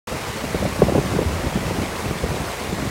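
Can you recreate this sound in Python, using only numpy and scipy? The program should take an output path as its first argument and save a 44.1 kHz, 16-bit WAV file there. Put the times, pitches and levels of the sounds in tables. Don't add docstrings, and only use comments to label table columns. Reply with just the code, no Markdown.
import sys
import numpy as np
from scipy import signal
from scipy.fft import rfft, irfft
from scipy.io import wavfile
from scipy.ndimage import uniform_filter1d

SR = 44100
rng = np.random.default_rng(int(sys.argv[2]) if len(sys.argv) > 2 else 0)


def log_audio(samples):
    frames = np.atleast_2d(samples).T
    limited = np.clip(frames, -1, 1)
    pcm = np.round(limited * 32767).astype(np.int16)
    wavfile.write(sys.argv[1], SR, pcm)


N = 127890

# (frequency [Hz], relative level per Hz [dB])
EDDY_COLOUR = [(20, -48), (70, -37), (150, 1), (300, -1.5), (550, -2.5), (800, -9), (1200, -23),
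               (2200, -39), (5000, -60)]


def amp(db):
    return 10 ** (np.asarray(db) / 20)


def evened(x):
    return x / np.sqrt(np.mean(x ** 2) + 1e-20)


def read(points, hz):
    f, value = np.transpose(points)
    return np.interp(np.log(hz + 1), np.log(f + 1), value)


def add(mix, s, sound):
    part = mix[max(round(s * SR), 0):][:len(sound)]
    part += sound[:len(part)]


def colour(x, points, size=4096):
    hz = abs(np.fft.fftfreq(size, 1 / SR))
    log_gain = np.log(amp(read(points, hz)))
    response = np.exp(np.conj(signal.hilbert(log_gain)))
    taps = np.fft.ifft(response).real
    return signal.fftconvolve(x, taps[:size // 2])


def wander(rate_hz):
    hz = np.fft.rfftfreq(N, 1 / SR)
    spectrum = rfft(rng.standard_normal(N))
    slow = spectrum * (hz > 0) / (1 + (hz / rate_hz) ** 2)
    return evened(irfft(slow, N))


def swell(age, order):
    return (age / order) ** order * np.exp(order - age)


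def clicks(per_s, spread_db):
    chance = rng.random(N)
    sign = rng.choice([-1, 1], N)
    size = np.minimum(rng.exponential(1, N), 4)
    return (chance < per_s / SR) * sign * amp(spread_db * size)


def patches(shape, size=(7, 7)):
    blotches = uniform_filter1d(rng.standard_normal(shape), size[0], axis=0)
    return evened(uniform_filter1d(blotches, size[1], axis=1))


def wind():
    # (time [s], level [dB])
    breeze = [(.08,-37.5),(.13,-29.5),(.26,-37.5),(.38,-39),(.48,-34),(.63,-30),(.77,-32),(.83,-20.5),(.91,-27.5),(1.02,-26),(1.16,-24),(1.41,-29),(1.8,-28),(1.93,-33.5),(2.1,-27.5),(2.19,-31.5),(2.25,-29.5),(2.4,-31),(2.53,-38.5),(2.68,-31),(2.9,-32.5)]
    # (frequency [Hz], relative level per Hz [dB])
    rumble_colour = [(20, -60), (32, -20), (48, -1.5), (75, -2), (115, -4), (200, -4), (350, -13.5),
                     (600, -23), (1200, -37), (4000, -71)]
    rumble_db, lumps_db = 1.5, 3.5
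    flutter_db, flutter_per_s = -6, 70

    strength = amp(np.interp(np.arange(N) / SR, *np.transpose(breeze)))
    lumpy_noise = rng.standard_normal(N) * amp(lumps_db * wander(rate_hz=37))
    rumble = colour(lumpy_noise, rumble_colour)[:N]
    flutter = colour(clicks(flutter_per_s, spread_db=-3), EDDY_COLOUR)[:N]
    return strength * (amp(rumble_db) * evened(rumble) + amp(flutter_db) * evened(flutter))


def buffet(start, peak_db, hz, length):
    t = np.arange(0, length, 1 / SR)
    press = np.sin(np.pi * t / length) ** 2
    sway = np.sin(2 * np.pi * (hz * t + rng.random()))
    return start, amp(peak_db) * press * sway


def bump(start, level_db, bass_db, hz):
    puff_db, puff_rise_s, puff_fade_s = -4, 0.0022, 0.0065
    snap_db, snap_s, snap_sag_s = -2.5, 0.0013, 0.017
    snap_overshoot = 1.303
    thud_db, thud_s, thud_hz = -2.5, 0.0048, 148.2

    t = np.arange(SR // 10) / SR
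    rise = np.minimum(t / puff_rise_s, 1) ** 2
    fade = np.exp(-np.maximum(t - puff_rise_s, 0) / puff_fade_s)
    puff = colour(rise * fade * rng.standard_normal(len(t)), EDDY_COLOUR)[:len(t)]
    puff = puff / abs(puff).max()

    snap_phase, thud_phase, pitch = rng.random(3)
    turns = snap_overshoot * hz * snap_sag_s * np.log1p(t / snap_sag_s)
    snap = swell(t / snap_s, order=3) * np.sin(2 * np.pi * (turns + snap_phase))
    thud_turns = thud_hz * 2 ** (pitch - .5) * t
    thud = swell(t / thud_s, order=2) * np.sin(2 * np.pi * (thud_turns + thud_phase))
    hit = amp(snap_db) * snap + amp(puff_db) * puff + amp(thud_db + bass_db) * thud
    return start, amp(level_db) * hit


def spray(level_db=-41, per_s=1800):
    # (frequency [Hz], relative level per Hz [dB])
    bright = [(400, -42.5), (2000, 0.5), (5000, -8.5), (9500, -11.5), (15000, -22.5)]
    ticks = colour(clicks(per_s, spread_db=3.1), bright)
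    return amp(level_db) * evened(ticks[:N])


def bubbles(low_hz=340, high_hz=4200, slope_db=-2.6, count=36):
    level_db, per_s = -38, 330
    fade_cycles, pitch_rise = 11.1, 0.0253

    out = np.zeros(N)
    for hz in np.geomspace(low_hz, high_hz, count):
        turns = hz * np.arange(SR // 10) / SR
        age = turns / fade_cycles
        tone = np.sin(2 * np.pi * turns * (1 + pitch_rise * age))
        ring = tone * np.exp(-age) * (1 - np.exp(-turns))
        train = clicks(per_s / count, spread_db=2.5)
        gain = amp(slope_db * np.log2(hz / low_hz))
        out += gain * evened(signal.oaconvolve(train, ring)[:N])
    return amp(level_db) * evened(out)


def wash():
    # (frequency [Hz], relative level per Hz [dB])
    roar_colour = [(25, -25), (70, 0.5), (200, -13.5), (500, -3.5), (750, -6), (1100, -6.5), (1550, -11.5),
                   (2200, -11.5), (3100, -18), (5000, -19.5), (9300, -24), (12000, -29), (15800, -31.5)]
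    level_db = -30.5
    swell_db, patch_db, flicker_db = 0.39, 1.2, 0.58

    hz, _, slices = signal.stft(rng.standard_normal(N), SR, nperseg=1024, noverlap=768)
    slices = slices * amp(read(roar_colour, hz)[:, None] + patch_db * patches(slices.shape))
    roar = signal.istft(slices, SR, nperseg=1024, noverlap=768)[1][:N]
    change_db = swell_db * wander(rate_hz=3.7) + flicker_db * wander(rate_hz=45)
    return amp(level_db) * evened(roar * amp(change_db))


def scene():
    # (time [s], level [dB])
    surge_points = [(.1,1),(.45,0.9),(.85,0.26),(1.05,1.4),(1.25,0),(1.6,0.55),(1.82,1),(1.9,-1),(2.0,1.2),(2.15,-0.3),(2.65,0.7),(2.9,0)]
    # (time [s], level [dB], extra thud level [dB], snap pitch before overshoot and sag [Hz])
    eddies = [(0.437,-16.5,-16,257),(.544,-10.5,-15,377),(.623,-11,-18,480),(.651,-13.5,-14,580),(.818,0.5,-15.5,450),(.866,-17,-16,239),(0.883,-8.5,-27,525),(.893,-8,-25,490),(0.919,-7.5,-13,380),(0.948,-8.5,-9,550),(.956,-10,-10,267),(.977,-5,-32,288),(.985,-11,0,386),(1.149,-13,-2.5,300),(1.187,-8,-22,390),(1.212,-14,-13,298),(1.462,-14.5,-9,325),(1.552,-16,-1,230),(1.565,-19,-4,393),(1.707,-13,-6.5,315),(1.782,-19.5,-8,257),(1.814,-19,-19,288),(2.053,-14.5,-2,303),(2.107,-15,-6,400),(2.237,-14,-6,446),(2.261,-19,-7,474),(2.304,-19.5,3.5,235),(2.34,-21.5,-6,353),(2.722,-15,-2,404),(2.821,-20,-1,288),(2.85,-19,-4,244)]
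    # (time [s], peak level [dB], pitch [Hz], length [s])
    slow_eddies = [(0.29,-22,115,0.02),(0.545,-23,85.5,0.031),(0.957,-22.5,93.5,0.063),(1.235,-15,79,0.077),(1.3,-21,85,0.075),(1.343,-22,89.6,0.054),(1.45,-21,73.5,0.044),(1.8,-22.5,77,0.064),(2.04,-27,101,0.062),(2.218,-20,65,0.054),(2.282,-21,74,0.045)]

    surge = amp(np.interp(np.arange(N) / SR, *np.transpose(surge_points)))
    river = surge * (wash() + bubbles() + spray())
    mix = river + wind()
    for row in eddies:
        add(mix, *bump(*row))
    for row in slow_eddies:
        add(mix, *buffet(*row))
    return np.array([mix, mix])


def record(dry):
    start_s, ceiling, edge_hz = .072, .9, 15900
    running = np.arange(N) / SR >= start_s
    limited = dry / (1 + (dry / ceiling) ** 6) ** (1 / 6)
    taps = signal.firwin(511, edge_hz, window=("kaiser", 9), fs=SR)
    return signal.oaconvolve(limited * running, taps[None], "same", axes=1)


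dry = scene()
out = record(dry)
log_audio(out)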